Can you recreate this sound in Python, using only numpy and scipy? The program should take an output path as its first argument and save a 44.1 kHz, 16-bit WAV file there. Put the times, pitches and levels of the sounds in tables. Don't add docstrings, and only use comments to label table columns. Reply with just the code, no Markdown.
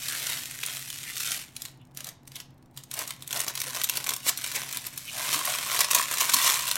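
import sys
import numpy as np
from scipy import signal
from scipy.fft import rfft, irfft, next_fast_len
from scipy.io import wavfile
from scipy.ndimage import uniform_filter1d, map_coordinates

SR = 44100
rng = np.random.default_rng(int(sys.argv[2]) if len(sys.argv) > 2 else 0)


def to_wav(s):
    ch = np.atleast_2d(s).T
    pcm = np.round(np.clip(ch, -1, 1) * 32767)
    wavfile.write(sys.argv[1], SR, pcm.astype(np.int16))


N = 298689

# (time [s], share of smooth sliding against crackle [0-1])
SLIDING_SHARE = [(.3, 0.7), (.6, 0.3), (2.8, 0.68), (3.4, .1), (4.1, .1), (5.5, .76), (5.8, 0.32),
                 (6.3, 0.35), (6.5, 0.66), (6.77, 0)]


def amp(db):
    return 10 ** (np.asarray(db) / 20)


def unit(x):
    return x / np.sqrt(np.mean(x ** 2) + 1e-20)


def fade(t, t60):
    return 1000 ** (-t / t60)


def along(points, hz):
    f, values = np.transpose(points)
    return np.interp(np.log(hz + 1), np.log(f), values)


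def curves(rows):
    times, *columns = np.transpose(rows)
    return [np.interp(np.arange(N) / SR, times, column) for column in columns]


def wobble(rate):
    knots = rng.standard_normal(int(N * rate / SR) + 4)
    return map_coordinates(knots, [np.arange(N) * rate / SR])


def filtered(x, response):
    size = next_fast_len(N + SR // 2)
    hz = np.fft.rfftfreq(size, 1 / SR)
    return irfft(rfft(x, size) * response(hz), size)[:N]


def coloured(x, spectrum, size=4096):
    gain = unit(amp(along(spectrum, np.fft.rfftfreq(size, 1 / SR))))
    cepstrum = irfft(np.log(gain + 1e-6))
    cepstrum[1:size // 2] *= 2
    cepstrum[size // 2 + 1:] = 0
    impulse = irfft(np.exp(rfft(cepstrum)))
    return signal.fftconvolve(x, impulse)[:N]


def shifting(x, response, size=6000):
    out, x = np.zeros(N + 2 * SR), np.pad(x, size // 2)
    window = np.sin(np.pi * np.arange(size) / size)
    for start in range(0, N, size // 2):
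        piece = x[start:start + size]
        answer = signal.fftconvolve(piece * window[:len(piece)], response())
        out[start:][:len(answer)] += answer
    return out[size // 2:][:N]


def facet(t60, tilt_db, uneven_db, rise_s, crack=0.56, size=1024, count=24):
    t, hz = np.arange(size) / SR, np.fft.rfftfreq(size, 1 / SR)
    shiver = rng.standard_normal(size) * fade(t, t60) * (1 - np.exp(-(t / rise_s) ** 2))
    burst = shiver / np.linalg.norm(shiver)
    burst[size // 32] += crack * rng.choice([-1, 1])
    bump_places = np.linspace(0, np.sqrt(SR / 2), count)
    bumps = np.interp(np.sqrt(hz), bump_places, rng.standard_normal(count))
    octaves = np.log2(np.maximum(hz, 2000) / 2000)
    pop = irfft(rfft(burst) * amp(uneven_db * bumps + tilt_db * octaves))
    return pop / np.linalg.norm(pop)


def crackle(rate, spread_db, t60, even_s, count=80):
    pops = np.zeros(N + SR)
    for _ in range(count):
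        pop_t60 = t60 * np.exp(0.39 * rng.normal())
        pop = facet(pop_t60, rng.normal(0, 0.97), uneven_db=3, rise_s=0.00023)
        starts = rng.integers(0, N, int(rate * N / SR / count))
        sizes = amp(spread_db * np.clip(rng.standard_normal(len(starts)), -2, 2))
        places = (starts[:, None] + np.arange(len(pop))).ravel()
        pops += np.bincount(places, np.outer(sizes, pop).ravel(), N + SR)
    span = int(even_s * SR)
    power = np.abs(uniform_filter1d(uniform_filter1d(pops[:N] ** 2, span), span))
    return unit(pops[:N] / np.sqrt(power + 0.1 * power.mean()))


def background():
    # (frequency [Hz], rms level [dB], waver [dB])
    hum_tones = [(120, -65.5, 1), (134.7, -59, 4), (247.3, -66.5, 3), (45, -75.5, -7)]
    # (frequency [Hz], relative level per Hz [dB])
    air_spectrum = [(20, -5), (40, -7), (65, -3), (100, 3.5), (160, 5.5), (200, -2.5), (300, -0.5),
                    (450, -12), (850, -9), (1300, -18), (2000, -22.5), (3000, -30.5), (6000, -37),
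                    (16000, -47)]
    t = np.arange(N) / SR
    hum = np.zeros(N)
    for hz, db, waver_db in hum_tones:
        waver = amp(waver_db * wobble(14))
        tone = np.sin(2 * np.pi * hz * t + .5 * wobble(10))
        hum += amp(db) * unit(waver * tone)
    return hum + amp(-58.0) * coloured(rng.standard_normal(N), air_spectrum)


def movements():
    # (time [s], rustle level [dB], weight [dB])
    drag = [(0, -39, -24), (0.11, -34, -20.5), (0.22, -35.5, -19), (0.3, -33, -16.5), (0.44, -39.5, -23.5),
            (0.6, -42.5, -21), (0.76, -36.5, -20), (0.83, -42, -29), (1.12, -40.5, -21), (1.2, -35, -29),
            (1.33, -31, -23.5), (1.43, -44.5, -19), (1.52, -68, -18)]
    # (crest time [s], rise [s], fall [s],
    # rustle level [dB], weight [dB])
    crests = [(1.655, 0.12, 0.054, -52, -14), (1.99, 0.022, 0.042, -50, -9.5),
              (2.08, 0.032, .025, -47, -6.5), (2.38, .05, .04, -52.5, -10), (2.785, 0.025, .03, -54, -15),
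              (2.996, 0.045, 0.053, -36, -12.5), (3.09, 0.034, 0.061, -46, -16),
              (3.24, 0.062, .04, -55, -14), (3.33, 0.029, 0.068, -39.5, -13),
              (3.396, 0.045, 0.045, -31.5, -13.5), (3.49, 0.023, 0.023, -36, -9),
              (3.66, .09, 0.076, -37, -16), (3.779, 0.042, 0.029, -32, -13), (3.95, .07, 0.056, -36, -15),
              (4.094, 0.085, .05, -37.5, -11.5), (4.2, .08, .06, -49, -25),
              (4.286, 0.024, .018, -30.5, -9.5), (4.461, 0.062, 0.08, -34.5, -22),
              (4.57, 0.036, 0.042, -35.5, -6.5), (4.73, 0.3, 0.11, -39, -16),
              (4.869, 0.027, 0.015, -40, -15)]
    # (time [s], rustle level [dB], weight [dB])
    fold = [(4.921, -49.5, -14.5), (5.11, -42, -31), (5.2, -34, -16), (5.35, -30, -20), (5.42, -36.5, -19),
            (5.509, -30.5, -20.5), (5.619, -36.5, -20.5), (5.798, -26, -19), (5.88, -40.5, -17.5),
            (5.97, -27, -14.5), (6.029, -35, -27.5), (6.139, -33, -18.5), (6.209, -27, -21),
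            (6.301, -30.5, -21), (6.492, -23.5, -24.5), (6.63, -35.5, -24.5), (6.7, -30, -25.5),
            (6.77, -37.5, -14)]
    release_db_per_s = 250
    crest_shape = 1.53
    t = np.arange(N) / SR
    for rows in (drag, fold):
        db, weight_db = curves(rows)
        outside_s = np.abs(t - np.clip(t, rows[0][0], rows[-1][0]))
        yield db - release_db_per_s * outside_s, weight_db
    for s, rise, fall, db, weight_db in crests:
        away = np.clip(np.maximum((s - t) / rise, (t - s) / fall), 0, 10)
        yield db - 20 / np.log(10) * away ** crest_shape, weight_db


def handling():
    power, weighted = 1e-20, 0
    for db, weight_db in movements():
        part = np.exp(db * np.log(10) / 10)
        power = power + part
        weighted = weighted + part * weight_db
    return 10 * np.log10(power), weighted / power


def sheet(level_db, weight_db):
    # (frequency [Hz], relative level per Hz [dB])
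    crisp_spectrum = [(1200, -39.5), (1900, -4), (2400, 3.5), (4000, 3.5), (6300, 2), (9000, 2),
                      (12000, 1.5), (15800, -7.5)]
    rustle_spectrum = [(700, -36), (1050, -11.5), (1220, -3.5), (1500, 0), (1900, 2), (2300, -1.5),
                       (3200, -11), (6000, -50.5)]
    flex_spectrum = [(90, -35), (170, -14), (240, -7), (500, -3.5), (570, -1.5), (720, 2), (790, -1.5),
                     (900, -1.5), (1300, -13.5), (2500, -41.5)]
    crisp_db, rustle_db, flex_db = -0.91, -3, -1.5
    rustle_weight = 0.37
    share = np.clip(curves(SLIDING_SHARE)[0], 0, 1)
    bending = crackle(rate=360, spread_db=6.5, t60=0.0089, even_s=0.089)
    sliding = crackle(rate=2000, spread_db=3.0, t60=0.0024, even_s=0.09)
    drive = amp(level_db) * (np.sqrt(1 - share) * bending + np.sqrt(share) * sliding)
    crisp = coloured(drive * amp(crisp_db), crisp_spectrum)
    rustle = coloured(drive * amp(rustle_db + rustle_weight * weight_db), rustle_spectrum)
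    flex = coloured(drive * amp(flex_db + weight_db), flex_spectrum)
    return crisp + rustle + flex


def kitchen(x, wet_db, early_db, early_t60):
    # (frequency [Hz], t60 [s])
    room_decay = [(200, 0.31), (1000, 0.37), (4000, 0.36), (9000, 0.2), (16000, 0.15)]
    t = np.arange(SR // 3) / SR

    def response():
        hz, s, z = signal.stft(rng.standard_normal(len(t)), SR, nperseg=256)
        decaying = z * fade(s, along(room_decay, hz)[:, None])
        tail = signal.istft(decaying, SR, nperseg=256)[1][:len(t)]
        tail = tail * (1 - np.exp(-t / 0.0029))
        early = rng.standard_normal(len(t)) * (t > .001) * fade(t, early_t60)
        wet = amp(wet_db) * tail / np.linalg.norm(tail)
        return wet + amp(early_db) * early / np.linalg.norm(early)
    return shifting(x, response)


def strays(level_db):
    per_s, gain_db, spread_db = 30, 14, 2.5
    held_db = -64
    sliding_db = -4.5
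    count = int(per_s * (N / SR - .1))
    chance = rng.standard_normal((count, 3))
    times = (np.arange(count) + 1 + chance[:, 0] / 2) / per_s
    times = np.clip(times, .02, N / SR - .02)
    size_db = np.maximum(level_db, held_db) + gain_db + sliding_db * curves(SLIDING_SHARE)[0]
    pop_db = size_db[(times * SR).astype(int)] + spread_db * chance[:, 1]
    brightness_hz = 5000 * np.exp(.5 * chance[:, 2])
    return list(zip(times, pop_db, brightness_hz))


def chains(rows, count=4):
    gap_s, slowing, loss_db = .0026, 1.6, 7.5
    lead_s, lead_db = .007, -19
    out = []
    for s, db, hz in rows:
        out.append((s - lead_s * np.exp(.4 * rng.normal()), db + lead_db, hz))
        out.append((s, db, hz))
        for k, (late, loud) in enumerate(rng.standard_normal((count, 2))):
            s = s + gap_s * slowing ** k * np.exp(.3 * late)
            out.append((s, db - loss_db * (k + 1) + 2 * loud, hz))
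    return out


def snaps(rows):
    # (frequency [Hz], relative level per Hz [dB])
    snap_spectrum = [(100, -38.5), (400, -14), (800, -15), (1200, -5.5), (2500, 0.5), (4000, 4),
                     (6300, 2.5), (9000, 3), (12500, 2.5), (16000, -4.5)]
    gain_db, ring_t60, tilt_per_octave_db = 8.5, 0.012, 2.5
    out, lead_in = np.zeros(N + SR), SR // 80
    for s, db, hz in rows:
        tilt_db = tilt_per_octave_db * np.log2(hz / 5200)
        pop = facet(ring_t60, tilt_db, uneven_db=3.0, rise_s=0.00068, crack=0.35)
        creak = rng.standard_normal(lead_in) * fade(np.arange(lead_in)[::-1] / SR, 0.038)
        start = round(s * SR)
        out[start:][:len(pop)] += amp(db + gain_db) * pop
        out[start - lead_in:start] += amp(db - 31) * creak
    return coloured(out[:N], snap_spectrum)


def hollow_swells(width=0.32):
    # (time [s], half
    # length [s], centre [Hz], level before gain [dB])
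    swell_rows = [(.13, 0.04, 1500, -45), (0.635, 0.0025, 2540, -30.5), (1.082, .026, 2140, -45.5),
                  (1.818, .018, 2940, -66), (2.361, 0.0099, 3380, -45), (2.995, 0.02, 613, -49),
                  (3.371, .025, 630, -48), (3.677, 0.032, 550, -55.5), (4.566, 0.015, 2160, -37.5),
                  (5.088, 0.015, 2750, -42), (5.178, 0.046, 667, -52), (5.367, 0.023, 312, -49.5),
                  (5.489, 0.025, 690, -43.5), (6.35, 0.028, 237, -50.5), (6.499, 0.054, 1040, -38)]
    out, t = np.zeros(N + 2 * SR), np.arange(-SR // 4, SR // 4) / SR
    f = np.fft.rfftfreq(len(t), 1 / SR) + 1
    for s, half_s, hz, db in swell_rows:
        swell = np.exp(-(t / half_s) ** 2)
        band = np.exp(-(np.log2(f / hz) / width) ** 2)
        flutter = swell * irfft(rfft(rng.standard_normal(len(t))) * band, len(t))
        flutter *= np.linalg.norm(swell) / np.linalg.norm(flutter)
        out[SR + round((s + t[0]) * SR):][:len(t)] += amp(db + 2.5) * flutter
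    return out[SR:SR + N]


def bowl(paper):
    # (time [s], coupling [dB])
    over_bowl = [(0, -33), (2.5, -4), (3.2, -1.5), (4.8, -5), (5.4, 7), (6.77, 7)]
    # (frequency [Hz], t60 [s], level [dB])
    bowl_modes = [(604, 0.048, -8), (699.5, 0.086, -8.5), (977, 0.052, 3), (1024, 0.035, 1),
                  (1077, 0.042, 0.5), (1225, 0.33, -19), (2710, 0.41, -18)]
    t = np.arange(SR // 3) / SR
    rings = []
    for hz, t60, db in bowl_modes:
        evening = 2 * np.log(1000) / (t60 * SR)
        rings.append(amp(db) * evening * fade(t, t60) * np.cos(2 * np.pi * hz * t))
    rings = np.array(rings)

    def answer():
        return amp(rng.normal(0, 2.5, len(rings))) @ rings
    return shifting(paper * amp(curves(over_bowl)[0]), answer)


def crunches():
    # (crest time [s], rise [s], fall [s], level before gain [dB])
    folds = [(3.890, .0009, 0.0023, -24), (3.8976, 0.00075, .0014, -10), (4.295, 0.018, 0.0029, -17),
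             (4.561, 0.0086, .0047, -23), (5.338, 0.0064, 0.016, -24.5), (5.808, 0.0018, .0068, -18),
             (5.913, 0.0036, 0.0047, -18), (5.95, .0012, 0.0084, -16.5), (5.987, 0.0024, 0.0044, -23),
             (6.341, 0.0024, 0.0036, -18)]
    # (frequency [Hz], relative level per Hz [dB])
    collapse_spectrum = [(100, -38), (400, -13), (800, -14.5), (1200, -8), (2500, 0.5), (4000, 3.5),
                         (6300, 2.5), (9000, 2), (12500, 0.5), (16000, -3)]
    t = np.arange(N) / SR
    swell = np.zeros(N)
    for s, rise, fall, db in folds:
        swell += amp(db) * np.exp(-np.maximum((s - t) / rise, (t - s) / fall))
    tiny_snaps = crackle(rate=3500, spread_db=0, t60=0.0097, even_s=0.012)
    return coloured(swell * tiny_snaps, collapse_spectrum) * amp(-1.0)


def scene():
    # (time [s], level before gain [dB], brightness [Hz])
    main_snaps = [(0.0837, -14, 4240), (0.2688, -13.5, 1910), (0.2984, -14.5, 9250), (0.6345, -13, 2460),
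                  (0.6619, -13.5, 8770), (0.9016, -18.5, 6610), (1.1564, -22, 4180), (1.2039, -13.5, 3860),
                  (1.5643, -19.5, 9200), (1.6194, -18, 9940), (1.6519, -21, 4130), (1.6568, -24.5, 2570),
                  (1.948, -37, 5730), (1.9723, -19, 5640), (2.005, -23.5, 3030), (2.0436, -20.5, 8200),
                  (2.0692, -22, 9420), (2.0886, -22, 8380), (2.275, -29, 6930), (2.318, -31, 2700),
                  (2.3562, -22.5, 11700), (2.3634, -25.5, 3350), (2.4014, -23, 3370), (2.7739, -20.5, 6500),
                  (2.836, -29.5, 6780), (2.9129, -20, 5950), (2.9387, -15.5, 8040), (2.99, -14, 7090),
                  (3.0759, -18, 7400), (3.1061, -17, 2310), (3.2226, -23.5, 6000), (3.276, -18.5, 11500),
                  (3.3074, -17.5, 1640), (3.3279, -13, 3270), (3.3617, -16, 2310), (3.4028, -10.5, 11400),
                  (3.481, -12, 3860), (3.5528, -16.5, 2950), (3.5753, -15.5, 3060), (3.602, -15.5, 5520),
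                  (3.616, -11.5, 6510), (3.7512, -17.5, 1900), (3.8153, -12.5, 1670), (3.8362, -11, 12100),
                  (3.8423, -8, 6200), (3.9709, -10.5, 5800), (4.0417, -16, 3200), (4.069, -14, 3170),
                  (4.0906, -9.5, 4020), (4.1056, -17, 3660), (4.136, -13, 5500), (4.1636, -16.5, 8720),
                  (4.374, -12.5, 9300), (4.7261, -15.5, 8630), (4.7709, -12.5, 6600), (4.8666, -14.5, 8490),
                  (4.9757, -16.5, 8200), (5.3903, -15, 3130), (5.4527, -10.5, 11200), (5.8072, -7, 11200),
                  (5.8449, -11, 2750), (5.914, -6.5, 13400), (5.9469, -2.5, 12700), (6.0255, -15.5, 3680),
                  (6.1389, -11.5, 8700), (6.2085, -7.5, 6420), (6.336, -3, 9820), (6.3428, -2.5, 9390),
                  (6.392, -14, 3690), (6.4633, -9.5, 2770), (6.7128, -8.5, 5340), (6.7553, -11.5, 5970)]
    level_db, weight_db = handling()
    paper = sheet(level_db, weight_db)
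    paper = paper + snaps(strays(level_db)) + snaps(chains(main_snaps)) + crunches()
    paper = paper + bowl(paper) + hollow_swells()
    room = kitchen(paper, wet_db=-11.3, early_db=-9.5, early_t60=0.019)
    return (paper + room + background())[None]


def record(dry):
    # (frequency [Hz], level [dB])
    mic_colour = [(4300, 1), (4900, -1.5), (5500, 2), (9600, 1.5), (10500, -2), (11400, 1)]
    top_hz = 16050

    def response(hz):
        return amp(along(mic_colour, hz)) * (hz < top_hz)
    return filtered(dry[0], response)[None]


dry = scene()
out = record(dry)
to_wav(out)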